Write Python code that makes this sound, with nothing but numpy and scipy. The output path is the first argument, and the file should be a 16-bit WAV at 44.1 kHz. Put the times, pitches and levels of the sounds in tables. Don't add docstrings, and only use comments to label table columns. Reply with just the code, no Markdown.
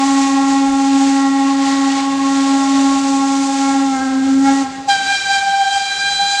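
import sys
import numpy as np
from scipy import signal
from scipy.fft import rfft, irfft
from scipy.io import wavfile

SR = 44100
rng = np.random.default_rng(int(sys.argv[2]) if len(sys.argv) > 2 else 0)


def to_wav(sig):
    pcm = np.clip(np.atleast_2d(sig), -1, 1) * 32767
    pcm = np.round(pcm).astype(np.int16)
    wavfile.write(sys.argv[1], SR, pcm.T)


N = 282240
TIME = np.arange(N) / SR
BINS_HZ = np.fft.rfftfreq(N, 1 / SR)
DRIFT_STEP = 60
EDGE_HZ = 15700

DEEP_HZ, SAG_HZ, DEEP_SHUTS_S = 274.04, 9.3, 4.625
# [t/s, slack/0-1]
DEEP_CORD_SLACK = [(3.85, 0.01), (3.98, 0.99), (4.13, 0.88), (4.27, .55), (4.39, 0.54), (4.46, 0.06)]
# [t/s, half length/s, strength/0-1]
OVERBLOWN_FLARES = [(3.686, 0.053, 0.56), (4.006, 0.069, 0.72), (4.489, 0.025, 0.95)]
# [t/s, level/dB]
DEEP_FUNDAMENTAL = [(0.0, -16), (0.09, -13.5), (0.61, -13), (0.77, -13.5), (0.94, -11.5), (1.69, -15),
                    (1.72, -13.5), (2.14, -16), (2.54, -12.5), (2.6, -14), (2.83, -12), (3.07, -16),
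                    (3.11, -13.5), (3.53, -16.5), (3.86, -14.0), (3.97, -19), (4.45, -9), (4.62, -15)]
# [t/s, level/dB]
DEEP_FOURTH = [(0.0, -26), (0.54, -25.0), (0.71, -32.5), (1.91, -26), (3.31, -26.5), (3.54, -40),
               (3.65, -28), (4.35, -41.5), (4.62, -28.5)]
# [t/s, level/dB]
DEEP_SEVENTH = [(0.0, -36.5), (0.26, -33), (1.03, -44), (1.14, -34), (2.96, -40.5), (3.44, -52),
                (3.58, -40), (4.41, -48), (4.46, -31), (4.58, -29.5), (4.62, -41)]
# [harmonic number, level at 0 s/dB, change/dB per s, gain at full slack/dB, gain in a full flare/dB]
DEEP_OTHER_OVERTONES = [(2, -37, 0.2, -3, 6.5), (3, -22.5, -0.42, -11.5, 10.5), (5, -36, -.4, 0, 12),
                        (6, -45, 0.73, 5.5, 13), (8, -42.5, -1.13, -.5, 14.5), (9, -43.5, -1.3, -14, 0),
                        (10, -44, -0.66, -9.5, 4), (11, -52, -1, -4, 3), (13, -44, -1, -7, 2)]

# [t/s, sizzle level/dB, rush level/dB]
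DEEP_JET_LEVELS = [(0.0, -30.5, -34.5), (0.14, -26.5, -30.0), (0.45, -32, -34.5), (0.5, -30.0, -32.0),
                   (0.78, -32.0, -35.5), (1.12, -29, -30), (1.28, -33.5, -34.5), (1.59, -35.0, -34),
                   (1.67, -31.0, -30.5), (2.02, -33.5, -32.5), (2.07, -36, -35.5), (2.81, -28.5, -31),
                   (2.98, -31.5, -34.5), (3.52, -30.0, -35), (3.6, -26.5, -30.5), (4.19, -40.5, -44),
                   (4.31, -34.5, -37), (4.4, -36.5, -44), (4.47, -28, -31), (4.62, -32.0, -36)]
# [f/Hz, relative level/dB per Hz]
RUSH_COLOUR = [(150, -14.5), (300, -3), (480, -7), (700, -1.5), (1300, -1.5), (1800, 1), (2800, 1),
               (3800, 2), (4800, 0), (6000, -10.5), (8000, -21.5), (11000, -53)]
# [f/Hz, relative level/dB per Hz]
SIZZLE_COLOUR = [(2500, -26), (4000, -7), (5500, -2), (7000, 0.5), (8000, -3.5), (9000, -13), (10000, -20),
                 (11500, -30.5), (13000, -42), (15500, -46.5)]

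# [t/s, level/dB]
ROLLING_LEVEL = [(0.0, -45.5), (3.79, -47), (4.48, -40), (4.57, -45), (5.96, -50.5), (6.22, -43),
                 (6.4, -64)]
# [f/Hz, relative level/dB per Hz]
RUMBLE_COLOUR = [(4, -53), (15, -19.5), (35, -8), (60, -11), (90, 0), (140, -5), (188, 4.5), (230, -6),
                 (310, -8), (400, -2.5), (600, -5.5), (1500, -14.5), (4000, -48)]
# [f/Hz, t60/s]
VALLEY_DECAY = [(200, 0.38), (800, 0.45), (2000, 4), (5000, 1.5), (10000, .3)]
# [t/s, half length/s, peak level/dB]
WIND_PUFFS = [(.5, .04, -49), (0.712, .022, -39), (2.918, 0.054, -46.5)]
# [f/Hz, relative level/dB per Hz]
WIND_COLOUR = [(4, -52), (14, -13), (33, 1), (60, 1), (120, -15), (400, -57), (2000, -91)]
# [t/s, f/Hz, level/dB]
MOAN_GLIDE = [(2.35, 638, -63), (2.55, 618, -40), (2.7, 600, -42), (2.8, 591, -37), (3.0, 587.6, -43),
              (3.15, 584, -70)]

SHRILL_OPENS_S, SHRILL_HZ, WARMING_HZ_PER_S = 4.869, 783.2, 11.2
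CHIRP_HZ, CHIRP_S = 34.74, .016
BLOOM_S = .034
WIDENS_AT_S, WIDENS_OVER_S = 5.58, 0.89
# [t/s, half length/s, overtone surge/dB, pitch lift/Hz, steam surge/dB]
SHRILL_TUGS = [(4.911, 0.0374, 9.5, 9.5, 8), (5.132, .048, 7.5, 11, 4.5), (5.346, 0.0474, 6, 3.1, 5.5),
               (5.754, 0.041, 3, 0.8, 3), (6.042, 0.0455, 3, 1.15, -1), (6.279, 0.048, 0, 0.55, 1.5)]
# [t/s, level/dB]
SHRILL_FUNDAMENTAL = [(4.89, -9.5), (5.04, -32.5), (5.12, -15), (5.16, -52), (5.31, -14), (5.33, -21.5),
                      (5.65, -13.5), (5.7, -21), (5.77, -12.5), (5.8, -22.5), (5.98, -24.5), (6.0, -36),
                      (6.13, -16), (6.17, -46), (6.2, -15.5), (6.4, -28)]
# [harmonic number, level/dB, gain with the valve wide/dB]
SHRILL_HARMONICS = [(2, -25, 1.5), (3, -32, 0), (4, -32, 3), (5, -32, 12.5), (6, -36, 5), (7, -42, 1),
                    (8, -49, 13), (9, -50.5, 21), (10, -49, 12)]
# [f/Hz, relative level/dB per Hz]
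LIP_COLOUR = [(600, -34), (1300, -4), (2100, -11), (2700, -12), (3500, -0.5), (4400, 0.5), (5200, -10),
              (6000, -29), (7500, -11), (9000, -9), (11000, -39)]


def gain_of(db):
    return np.exp(np.asarray(db) * (np.log(10) / 20))


def evened(x):
    return x / np.sqrt(np.mean(abs(x) ** 2) + 1e-20)


def read(points, hz):
    f, value = np.transpose(points)
    return np.interp(np.log(hz + 1), np.log(f + 1), value)


def controls(rows):
    s, *columns = np.transpose(rows)
    return [np.interp(TIME, s, column) for column in columns]


def swell(s, half):
    return np.exp(-.5 * ((TIME - s) / half) ** 2)


def drift(rate):
    s = TIME[::DRIFT_STEP]
    hz = np.fft.rfftfreq(len(s), DRIFT_STEP / SR)
    spectrum = rfft(rng.standard_normal(len(s))) / (1 + (hz / rate) ** 2)
    return np.interp(TIME, s, evened(irfft(spectrum, len(s))))


def noise(colour):
    white = rfft(rng.standard_normal(N))
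    return evened(irfft(white * gain_of(read(colour, BINS_HZ)), N))


def valve(opens, shuts, rise, fall):
    building = np.clip((TIME - opens) / rise, 0, 1) ** 2
    return building * np.exp(-np.maximum(TIME - shuts, 0) / fall)


def partial(turns, db, flutter, flutter_rate, fuzz):
    along = 1 + flutter * drift(flutter_rate) + fuzz * drift(51)
    across = flutter * drift(flutter_rate) + fuzz * drift(44)
    angle = 2 * np.pi * (turns + rng.random())
    tone = along * np.cos(angle) - across * np.sin(angle)
    return gain_of(db) * tone / np.sqrt(.5+ flutter ** 2 + fuzz ** 2)


def deep_cord():
    slack, = controls(DEEP_CORD_SLACK)
    flare = sum(strength * swell(s, half) for s, half, strength in OVERBLOWN_FLARES)
    return valve(opens=-1, shuts=DEEP_SHUTS_S, rise=.03, fall=0.029), slack, flare


def deep_whistle():
    blowing, slack, flare = deep_cord()
    hum_db, = controls(DEEP_FUNDAMENTAL)
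    fourth_db, = controls(DEEP_FOURTH)
    seventh_db, = controls(DEEP_SEVENTH)
    droop = 1 - 0.056 * (1 - blowing)
    waver = 1 + (0.00091 + 0.0042 * slack) * drift(28) + 0.00089 * drift(4.2)
    turns = np.cumsum((DEEP_HZ - SAG_HZ * slack) * droop * waver) / SR
    hum = partial(turns, hum_db - .1, flutter=0.08, flutter_rate=11.6, fuzz=0.023)
    tones = partial(4 * turns, fourth_db - .5, flutter=0.33, flutter_rate=6.4, fuzz=0.016)
    tones += partial(7 * turns, seventh_db + .5, flutter=.3, flutter_rate=11, fuzz=.12)
    for order, db, db_per_s, slack_db, flare_db in DEEP_OTHER_OVERTONES:
        level_db = db + db_per_s * TIME + slack_db * slack + flare_db * flare
        flutter = 0.15 * np.sqrt(order)
        tones += partial(round(order) * turns, level_db, flutter, flutter_rate=7.7, fuzz=0.025 * order)
    return hum * blowing, tones * blowing


def jet(sizzle_db, rush_db):
    eddies_db = 0.46 * drift(41) + 1.1 * drift(3.8)
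    rush = noise(RUSH_COLOUR) * gain_of(rush_db + eddies_db + .7 * drift(15))
    sizzle = noise(SIZZLE_COLOUR) * gain_of(sizzle_db + eddies_db + 0.52 * drift(57))
    return rush + sizzle


def steam():
    sizzle_db, rush_db = controls(DEEP_JET_LEVELS)
    deep_blowing, _, _ = deep_cord()
    deep = deep_blowing * jet(sizzle_db + .5, rush_db + 2.0)
    blowing, wide, _, _, surge_db = shrill_cord()
    shrill_sizzle_db = -34.0 + surge_db + 4.3 * wide
    shrill_rush_db = -35.5 + 0.76 * surge_db + .3 * wide
    shrill = blowing * jet(shrill_sizzle_db, shrill_rush_db)
    return deep + shrill + jet(sizzle_db=-42.5, rush_db=-39.0)


def rumble():
    roll_db, = controls(ROLLING_LEVEL)
    return noise(RUMBLE_COLOUR) * gain_of(roll_db + 3.0 + 1.7 * drift(6))


def behind(x, longest=.3, most_drop=.026, lasts=0.72, count=60):
    dull = signal.sosfilt(signal.butter(1, 4000, fs=SR, output="sos"), x)
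    out = np.zeros(N)
    passing_s = np.linspace(-.5, TIME[-1] + .5, count)
    for s, (far, receding) in zip(passing_s, rng.random((count, 2))):
        heard = abs(TIME - s) < lasts
        t = TIME[heard]
        stretch = most_drop * (0.2583 + 0.723 * receding)
        delay = .03 + longest * far ** 1.5 + stretch * (t - s)
        fade = np.cos(np.pi / 2 * (t - s) / lasts)
        out[heard] += fade * np.interp(abs(t - delay), TIME, dull)
    return out


def valley(x):
    taps = rng.standard_normal(SR) * (rng.random(SR) < 2000 / SR) * (TIME[:SR] > .012)
    hz, t, z = signal.stft(taps, SR, nperseg=256)
    t60 = read(VALLEY_DECAY, hz)[:, None]
    tail = signal.istft(z * gain_of(-60 * t / t60), SR, nperseg=256)[1]
    loss = np.linalg.norm(taps * gain_of(-60 * TIME[:SR] / t60.max()))
    return signal.fftconvolve(x, tail / loss)[:N]


def hillside(x, delay, db):
    dull = signal.sosfilt(signal.butter(1, 1200, fs=SR, output="sos"), x)
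    return gain_of(db) * np.interp(TIME - delay, TIME, dull, left=0)


def wind():
    gusts = sum(gain_of(db) * swell(s, half) for s, half, db in WIND_PUFFS)
    return gusts * noise(WIND_COLOUR)


def moan():
    hz, db = controls(MOAN_GLIDE)
    return partial(np.cumsum(hz) / SR, db, flutter=0.16, flutter_rate=15, fuzz=0.3)


def shrill_cord():
    wide = np.clip((TIME - WIDENS_AT_S) / WIDENS_OVER_S, 0, 1)
    surges = sum(np.outer(sizes, swell(s, half)) for s, half, *sizes in SHRILL_TUGS)
    blowing = valve(opens=SHRILL_OPENS_S, shuts=7, rise=0.02, fall=.025)
    return (blowing, wide, *surges)


def shrill_whistle():
    blowing, wide, surge_db, lift_hz, _ = shrill_cord()
    held_s = np.maximum(TIME - SHRILL_OPENS_S, 0)
    chirp_hz = CHIRP_HZ * np.exp(-held_s / CHIRP_S)
    hz = SHRILL_HZ + WARMING_HZ_PER_S * held_s + chirp_hz + lift_hz
    turns = np.cumsum(hz * (1 + .0005 * drift(20))) / SR
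    base_db, = controls(SHRILL_FUNDAMENTAL)
    base = partial(turns, base_db + 0.27, flutter=0.24, flutter_rate=10.4, fuzz=0.01)
    edge = noise(LIP_COLOUR) * gain_of(-40.0 + surge_db + 10 * wide)
    for order, db, wide_db in SHRILL_HARMONICS:
        level_db = db + surge_db + wide_db * wide
        flutter = .2 * np.sqrt(order)
        edge += partial(round(order) * turns, level_db, flutter, flutter_rate=14.3, fuzz=.016 * order)
    bloom = np.minimum(held_s / BLOOM_S, 1) ** 2
    return blowing * (base + edge * bloom)


def scene():
    hum, overtones = deep_whistle()
    shrill = shrill_whistle()
    whistles = hum + overtones + shrill
    beating = behind(gain_of(-31) * hum + gain_of(-14.5) * overtones + gain_of(-17.5) * shrill)
    scattered = valley(gain_of(-17) * hum + gain_of(-12.0) * overtones + gain_of(-9.5) * shrill)
    echoes = hillside(whistles, delay=.37, db=-20) + hillside(whistles, delay=.5, db=-25.5)
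    echoes += hillside(shrill, delay=.105, db=-12.5)
    echoes += gain_of(-7.5) * valley(echoes)
    surroundings = moan() + steam() + rumble() + wind()
    return (whistles + beating + scattered + echoes + surroundings)[None]


def record(dry):
    lowpass = signal.firwin(511, EDGE_HZ, window=("kaiser", 9), fs=SR)
    return signal.oaconvolve(dry, lowpass[None], "same")


dry = scene()
out = record(dry)
to_wav(out)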